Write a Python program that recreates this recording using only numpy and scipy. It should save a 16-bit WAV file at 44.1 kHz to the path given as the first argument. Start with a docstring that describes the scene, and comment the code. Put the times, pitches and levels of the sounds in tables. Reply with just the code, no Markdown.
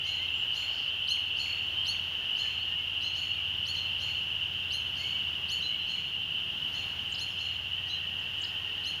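"""One ringing band is heard first: about a hundred spring peepers at dusk, each repeating a short rising tone.
Above it birds give sharp two-voiced chips, twitters as arched glides, one buzz as pulsed noise and faint far notes;
sparse decaying reflections make the wood's echo.
Beneath lie a distant engine, a sum of harmonics over a low rumble, and evening air, which is filtered noise."""
import sys
import numpy as np
from scipy import signal
from scipy.fft import rfft, irfft
from scipy.io import wavfile
from scipy.ndimage import map_coordinates

SR = 44100
rng = np.random.default_rng(int(sys.argv[2]) if len(sys.argv) > 2 else 0)


def wrap_up_sound(samples):
    """Save the sound to the file named by the first command line argument, as 16-bit audio."""
    columns = np.atleast_2d(samples).T
    # keep every value between -1 and 1, then stretch to whole-number steps
    tamed = np.clip(columns, -1, 1)
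    steps = np.round(tamed * 32767).astype(np.int16)
    wavfile.write(sys.argv[1], SR, steps)


N = 396900
TIME = np.arange(N) / SR  # s

# Gain of the massed chorus. Each row: time in seconds, gain in dB.
CHORUS_GAIN = [(0, -32), (2.5, -32.5), (5.5, -33), (7, -34.5), (9, -34)]
# Spectrum of the farthest frogs, blurred into one ring. Each row: frequency in Hz, relative density in dB per Hz.
BLUR_SPECTRUM = [(2000, -36.5), (2400, -23.5), (2560, -12), (2720, -1), (2900, 1.5), (3080, -1), (3250, -8),
                 (3500, -18), (3900, -30.5), (4500, -56)]
# Nearer frogs that stand out. Each row: start in seconds, middle pitch in Hz before a slight arch, level in dB.
NEAR_PEEPS = [(0.328, 2980, -45.5), (.86, 3040, -36.5), (1.061, 3070, -36), (1.621, 3090, -41),
              (1.74, 3107, -38), (2.33, 2935, -34.5), (2.714, 2900, -34), (3.169, 3070, -49),
              (4.119, 3020, -38), (5.519, 3040, -38), (6.552, 2915, -37.5), (8.378, 3100, -45)]

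# Two-voiced chips. Each row: time in seconds, bird, settled low voice in Hz, settled high voice in Hz,
# level in dB, high voice in dB relative to that level (before its direct and scattered shares).
CHIPS = [(.057, "far", 4226, 7100, -45, -11), (0.549, "far", 4320, 7180, -43, -11.5),
         (1.093, "near", 4290, 6640, -32, -12), (1.384, "far", 4385, 7120, -39, -15),
         (1.872, "near", 4410, 6660, -32.5, -12), (2.378, "far", 4275, 7040, -43, -12.5),
         (3.028, "hidden", 4206, 6600, -41, -11.5), (3.156, "far", 4340, 6970, -46, -10.5),
         (3.673, "near", 4405, 6880, -36.5, -12), (3.753, "hidden", 4246, 6600, -39.5, -15),
         (4.006, "far", 4330, 7000, -44.5, -11.5), (4.725, "near", 4225, 6560, -39, -7.5),
         (4.974, "far", 4410, 6970, -46.5, -9.5), (5.505, "near", 4380, 6940, -37.5, -8.5),
         (5.614, "hidden", 4080, 6700, -39.5, -16.5), (5.883, "far", 4273, 6930, -43.5, -15.5),
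         (6.736, "far", 4304, 6880, -47.5, -11), (7.199, "near", 4270, 6810, -37, -10),
         (7.387, "far", 4280, 7020, -47, -12.5), (7.887, "hidden", 4070, 6510, -39.5, -17),
         (8.858, "near", 4250, 6650, -39, -10)]
# The three chipping birds. Each entry: sum tone in dB relative to the high voice,
# echo in dB relative to the chip, echo decay time (to -60 dB) in seconds.
CHIP_BIRDS = {"near": (-4, -8.5, 0.58), "far": (-7.5, 4.7, 0.66), "hidden": (-20, -1.5, 0.35)}
# Swells of a chip's parts. Each: start in seconds from the chip's time, attack, hold and release in seconds.
LOW_SWELL = (.002, .013, .014, .05)
HIGH_SWELL = (-0.027, 0.01, 0.024, 0.085)
DROP_SWELL = (.063, .008, .004, .018)
# Glides of a chip's parts. Each: start in seconds from the chip's time, first pitch as a share of the settled
# pitch, time constant in seconds.
LOW_GLIDE = (0.00335, .83, 0.00697)
HIGH_GLIDE = (-.008, .64, .0095)
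DROP_GLIDE = (.064, 2.8, .014)
# The falling note that closes a chip. Each entry: level for that bird in dB relative to the chip.
DROP_DB = {"near": -8, "far": 1, "hidden": -12}
DROP_HZ = 1400  # pitch that the falling note approaches

# Twitters. Each row: start in seconds, time stretch as a factor, level in dB.
TWITTERS = [(7.087, 1.03, -38), (8.16, 1.03, -53), (8.384, .98, -37), (8.44, .87, -50)]
# Arches of a twitter, before stretching. Each row: start in seconds, length in seconds, pitch at the ends in Hz,
# pitch at the top in Hz, pointedness as an exponent, then the levels at its start and end in dB
# relative to the twitter, before the lift of low pitches.
TWITTER_ARCHES = [(0, .035, 4500, 8450, .35, -28, -13), (.034, .029, 4500, 7450, .3, -6, -24),
                  (.051, .023, 3900, 5200, 2.5, -3, -3)]
# Whistles of far birds. Each row: start in seconds, length in seconds, first pitch in Hz, last pitch in Hz, level in dB.
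FAR_NOTES = [(.04, 0.088, 2060, 2230, -52), (0.175, 0.086, 1970, 2150, -49),
             (.33, 0.113, 7100, 7200, -61.5), (2.2, .07, 1750, 1810, -56), (2.417, 0.074, 1783, 1700, -54),
             (2.584, .055, 4100, 4450, -49), (2.68, 0.078, 1780, 1846, -55), (2.78, .053, 2200, 2090, -54),
             (3.344, 0.077, 2500, 2230, -49), (4.992, .08, 2040, 2250, -49), (5.109, .1, 2240, 2250, -51),
             (5.698, .084, 2110, 2276, -53), (5.78, 0.067, 4130, 3930, -51), (7.307, .035, 5500, 4890, -58)]
# A run of far yelps that tends to grow louder
YELP_START_S, YELP_GAP_S, YELP_FIRST_DB, YELP_LAST_DB = 7.77, .0828, -57, -52
# Course of the nasal buzz. Each row: time in seconds, level in dB.
BUZZ_LEVEL = [(.68, -64), (.75, -51), (.84, -54), (.9, -57.5)]
# Spectrum of the buzz. Each row: frequency in Hz, relative gain in dB.
BUZZ_SPECTRUM = [(3300, -30), (4300, 6), (4900, 1), (5700, -7), (6800, -17), (8000, -37)]

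# Harmonics of the engine. Each row: multiple of the cycle rate, relative level in dB.
ENGINE_LINES = [(4, -7), (5, 0), (6, -10), (7, -11), (8, -12.5), (9, -15), (10, -26)]
# The engine nearly holds its speed, then slowly picks up. Each row: time in seconds, pitch of the fifth line in Hz.
ENGINE_SPEED = [(0, 88.93), (5, 88.4), (6.8, 89.73), (9, 94.05)]
# Its hum comes and goes over the fields. Each row: time in seconds, level in dB.
ENGINE_LEVEL = [(0.0, -53), (0.25, -52.5), (0.5, -58.5), (2.01, -52.5), (2.38, -64), (2.43, -54),
                (3.38, -53.5), (3.56, -51), (5.31, -54), (5.81, -58), (7.82, -52.5), (9.0, -56)]
# Far traffic swells and passes. Each row: time in seconds, level in dB.
RUMBLE_LEVEL = [(0, -65), (3.5, -60.5), (5, -56), (6.7, -55), (8, -61), (9, -60)]
# Spectrum of that rumble. Each row: frequency in Hz, relative density in dB per Hz.
RUMBLE_SPECTRUM = [(20, -22), (45, -16), (75, -2.5), (130, -3.5), (180, -1.5), (260, -14), (450, -18.5),
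                   (900, -39)]
# Spectrum of evening air and microphone hiss. Each row: frequency in Hz, relative density in dB per Hz.
AIR_SPECTRUM = [(20, -6), (45, 2.5), (250, 1), (550, -3), (820, 1), (1200, -2), (1520, 1.5), (2200, -1),
                (3800, -3.5), (4300, -5), (4900, -9), (6600, -15.5), (8600, -21), (15700, -21.5)]
AIR_DB = -49.5  # level about which the hiss drifts
EDGE_HZ = 15750  # upper band limit


def amp(db):
    """Logarithmic level: decibels become a linear gain."""
    return 10 ** (np.asarray(db) / 20)


def unit(x):
    """Normalization: scales a signal to rms 1."""
    return x / np.sqrt(np.mean(x ** 2) + 1e-20)


def colour(points, hz):
    """Spectral interpolation: gain at hz, with the dB values joined on a log frequency axis."""
    f, db = np.transpose(points)
    return amp(np.interp(np.log(hz + 1), np.log(f + 1), db))


def tinted(x, points):
    """Linear filtering: multiplies the spectrum by a gain curve; the result has rms 1."""
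    hz = np.fft.rfftfreq(len(x), 1 / SR)
    return unit(irfft(rfft(x) * colour(points, hz), len(x)))


def along(rows, t):
    """Linear interpolation: the value columns of a curve table at times t."""
    s, *columns = np.transpose(rows)
    return [np.interp(t, s, c) for c in columns]


def drift(rate, size=N):
    """Band-limited chance: a smooth random curve of rms near 1 through rate knots a second."""
    knots = rng.standard_normal(2000)
    return map_coordinates(knots, [np.arange(size) / SR * rate], order=2, mode="wrap")


def phase(hz):
    """Phase is the running integral of frequency."""
    return 2 * np.pi * np.cumsum(hz) / SR


def envelope(t, start, attack, hold, release):
    """Amplitude envelope: squared linear ramps give the attack and release soft feet."""
    rising = (t - start) / attack
    falling = 1 + (start + attack + hold - t) / release
    return np.clip(np.minimum(rising, falling), 0, 1) ** 2


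def glide(t, start, share, seconds):
    """Exponential relaxation: pitch as a share of the value that it settles on."""
    return 1 + (share - 1) * np.exp(-np.maximum(t - start, 0) / seconds)


def add(mix, s, sound):
    """Superposition: lays a sound into the mix at s seconds, cut off at the mix's ends."""
    start = round(s * SR)
    sound = sound[max(-start, 0):]
    part = mix[max(start, 0):][:len(sound)]
    part += sound[:len(part)]


def woods(x, t60):
    """Multiple scattering: sparse reflections from trunks build up, then decay by 60 dB in t60 seconds."""
    t = np.arange(SR) / SR
    reflections = rng.standard_normal(SR) * (rng.random(SR) < 1 / 40)
    taps = reflections * amp(-60 * t / t60) * (1 - np.exp(-t / 0.01))
    return signal.fftconvolve(x, taps / np.linalg.norm(taps))


def whistle(length, start_hz, end_hz, arch=0):
    """Frequency modulation: one gliding sinusoid swells and fades; arch lifts its middle pitch by that share."""
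    u = np.linspace(0, 1, int(length * SR))
    swell = np.sin(np.pi * u)
    hz = (start_hz + (end_hz - start_hz) * u) * (1 + arch * swell)
    return np.sqrt(2 * abs(swell)) * np.sin(phase(hz))


def peep(hz, length=.115, rise=0.03593):
    """Resonant radiation: a frog's vocal sac rings on a single rising tone."""
    return whistle(length, hz * (1 - rise), hz * (1 + rise), arch=0.0058)


def frogs(count=110, mean_hz=2925, spread_hz=105, period=.8, distance_db=2.5,
          echo_db=-3, callers_db=-3.5, blur_db=-3.5):
    """Incoherent summation: callers with their own pitch and pace merge, the farthest into narrow-band noise."""
    callers = np.zeros(N)
    traits = rng.standard_normal((2, count)).clip(-2, 2)
    timing = rng.random((2, count))
    for size, near, pace, start in zip(*traits, *timing):
        gap = period * (.75 + pace / 2)
        for s in np.arange(-start * gap, N / SR, gap):
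            late, sharp, loud = rng.standard_normal(3)
            gain = amp(distance_db * near + 2 * loud)
            hz = mean_hz + spread_hz * size + 25 * sharp
            add(callers, s + .04 * late, gain * peep(hz))
    callers = unit(callers + amp(echo_db) * woods(callers, t60=0.88)[:N])
    blur = tinted(rng.standard_normal(N), BLUR_SPECTRUM)
    chorus = amp(callers_db) * callers + amp(blur_db) * blur
    chorus *= amp(along(CHORUS_GAIN, TIME)[0])
    for s, hz, db in NEAR_PEEPS:
        add(chorus, s, amp(db) * peep(hz))
    return chorus


def squeaks(per_s=20, low_hz=3330, high_hz=3750, length=0.0052, level_db=-47.0,
            spread_db=7.0, top_db=-3, fade_db_per_s=0.2):
    """Random arrivals: brief squeaks above the chorus, fewer and fainter with pitch; all slowly fade."""
    out = np.zeros(N)
    for when, pitch, bend, loud in rng.random((int(per_s * N / SR), 4)):
        s = when * N / SR
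        height = pitch ** 2  # crowds the squeaks towards the low end
        hz = low_hz + (high_hz - low_hz) * height
        db = level_db + top_db * height + spread_db * (2 * loud - 1) - fade_db_per_s * s
        add(out, s, amp(db) * whistle(length, hz, hz * (.93 + 0.153 * bend)))
    return out


def chips(low_octave_db=-32, high_octave_db=-17, rasp=0.37, rasp_hz=215, high_direct_db=-2,
          twigs_db=-9, sweep_db=10, drop_echo_db=-1):
    """Nonlinear coupling: both sides of the syrinx sing at once, and a tone rings at the sum of their pitches."""
    out = np.zeros(N)
    t = np.arange(-.03, .11, 1 / SR)  # s from the chip's time
    low_share, high_share = glide(t, *LOW_GLIDE), glide(t, *HIGH_GLIDE)
    low_swell = envelope(t, *LOW_SWELL)
    # the high voice starts first; it is louder, stutters and is hoarse before it settles
    stutter = 1 + rasp * np.sin(2 * np.pi * rasp_hz * t) * (t < 0)
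    high_swell = envelope(t, *HIGH_SWELL) * amp(sweep_db * (1 - high_share)) * stutter
    # random pitch deviation as a share of the pitch
    low_jitter, high_jitter = .007, np.interp(t, [-.006, .004], [.07, .009])
    falling = envelope(t, *DROP_SWELL) * np.sin(phase(DROP_HZ * glide(t, *DROP_GLIDE)))
    for s, bird, low_hz, high_hz, db, upper_db in CHIPS:
        sum_db, echo_db, echo_t60 = CHIP_BIRDS[bird]
        drop = amp(DROP_DB[bird]) * falling
        low = phase(low_hz * low_share * (1 + low_jitter * drift(402, size=len(t))))
        high = phase(high_hz * high_share * (1 + high_jitter * drift(1514, size=len(t))))
        lower = low_swell * (np.sin(low) + amp(low_octave_db) * np.sin(2 * low))
        sum_tone = amp(sum_db) * low_swell * np.sin(low + high)
        high_voice = np.sin(high) + amp(high_octave_db) * np.sin(2 * high) + sum_tone
        upper = amp(upper_db) * high_swell * high_voice
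        peak = np.sqrt(2) * amp(db)
        # twigs scatter part of the treble out of the direct path
        add(out, s + t[0], peak * (lower + drop + amp(high_direct_db) * upper))
        add(out, s + t[0], peak * amp(twigs_db) * woods(upper, t60=0.18))
        echoed = lower + upper + amp(drop_echo_db) * drop
        add(out, s + t[0], peak * amp(echo_db) * woods(echoed, t60=echo_t60))
    return out


def twitters(echo_db=-8, fade_s=0.0017, low_lift_db=8):
    """Frequency modulation: a thin whistle loops down in three quick arches, lifted in level where pitch is low."""
    out = np.zeros(N)
    for s, stretch, db in TWITTERS:
        for start, length, end_hz, top_hz, pointed, first_db, last_db in TWITTER_ARCHES:
            t = np.arange(0, length, 1 / (SR * stretch))
            hz = end_hz + (top_hz - end_hz) * np.sin(np.pi * t / length) ** pointed
            level_db = db + np.linspace(first_db, last_db, len(t)) + low_lift_db * (1 - hz / top_hz)
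            swell = envelope(t, 0, fade_s, length - 2 * fade_s, fade_s)
            add(out, s + stretch * start, amp(level_db) * swell * np.sin(phase(hz)))
    return out + amp(echo_db) * woods(out, t60=0.46)[:N]


def buzz(pulse_hz=205, pulse_decay=0.36):
    """Pulse excitation: an even train of clicks, each with a decaying puff of noise, sounds nasal when filtered."""
    cycle = TIME * pulse_hz % 1
    clicks = np.diff(cycle, prepend=0) < 0
    puffs = np.exp(-cycle / pulse_decay) * rng.standard_normal(N)  # decay as a share of the cycle
    sounding = (TIME > BUZZ_LEVEL[0][0]) & (TIME < BUZZ_LEVEL[-1][0])
    source = unit(clicks * 1.) + unit(puffs)
    return tinted(source, BUZZ_SPECTRUM) * amp(along(BUZZ_LEVEL, TIME)[0]) * sounding


def far_birds(yelp_hz=1800, yelp_length=0.043, yelp_spread_db=2, yelp_jitter_s=0.0099,
              yelp_pitch_spread=.012, echo_db=-6, count=14):
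    """Reverberation over distance: faint whistles and a run of arched yelps come with echoes of the wood."""
    out = np.zeros(N)
    for s, length, start_hz, end_hz, db in FAR_NOTES:
        add(out, s, amp(db) * whistle(length, start_hz, end_hz, arch=0.0127))
    for k, db in enumerate(np.linspace(YELP_FIRST_DB, YELP_LAST_DB, count)):
        late, sharp, loud = rng.standard_normal(3)
        hz = yelp_hz * (1 + yelp_pitch_spread * sharp)
        s = YELP_START_S + k * YELP_GAP_S + yelp_jitter_s * late
        yelp = whistle(yelp_length, hz, hz * .97, arch=0.072)
        add(out, s, amp(db + yelp_spread_db * loud) * yelp)
    return out + amp(echo_db) * woods(out, t60=0.78)[:N]


def engine(waver_db=2):
    """Harmonic series: multiples of a far engine's cycle rate waver over the fields, above a low noise rumble."""
    (hz,), (db,) = along(ENGINE_SPEED, TIME), along(ENGINE_LEVEL, TIME)
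    cycle = phase(hz / 5)
    lines = np.zeros(N)
    for k, line_db in ENGINE_LINES:
        # the fifth line follows the level curve alone
        gain = amp(line_db + waver_db * drift(4.6) * (k != 5))
        lines += gain * np.sin(k * cycle + 2 * np.pi * rng.random() + 0.5 * drift(4.0))
    rumble = tinted(rng.standard_normal(N), RUMBLE_SPECTRUM) * amp(along(RUMBLE_LEVEL, TIME)[0])
    return np.sqrt(2) * amp(db) * lines + rumble


def air(swell_db=-0.78):
    """Broadband noise: a soft hiss whose level drifts slightly."""
    return tinted(rng.standard_normal(N), AIR_SPECTRUM) * amp(AIR_DB + swell_db * drift(1.77))


def scene():
    """Superposition: the pressures of frogs, birds, engine and air add at one microphone."""
    animals = frogs() + squeaks() + chips() + twitters() + buzz() + far_birds()
    return (animals + engine() + air())[None]


def record(dry, notch_hz=7900, notch_width_hz=1100):
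    """Linear response: a deep notch in the treble, then a steep low-pass band limit."""
    hz = np.fft.rfftfreq(N, 1 / SR)
    notch = (hz - notch_hz) / (hz - notch_hz - .5j * notch_width_hz)
    notched = irfft(rfft(dry) * notch, N)
    band_limit = signal.firwin(1023, EDGE_HZ, window=("kaiser", 9), fs=SR)
    return signal.oaconvolve(notched, band_limit[None], "same")


dry = scene()
out = record(dry)
wrap_up_sound(out)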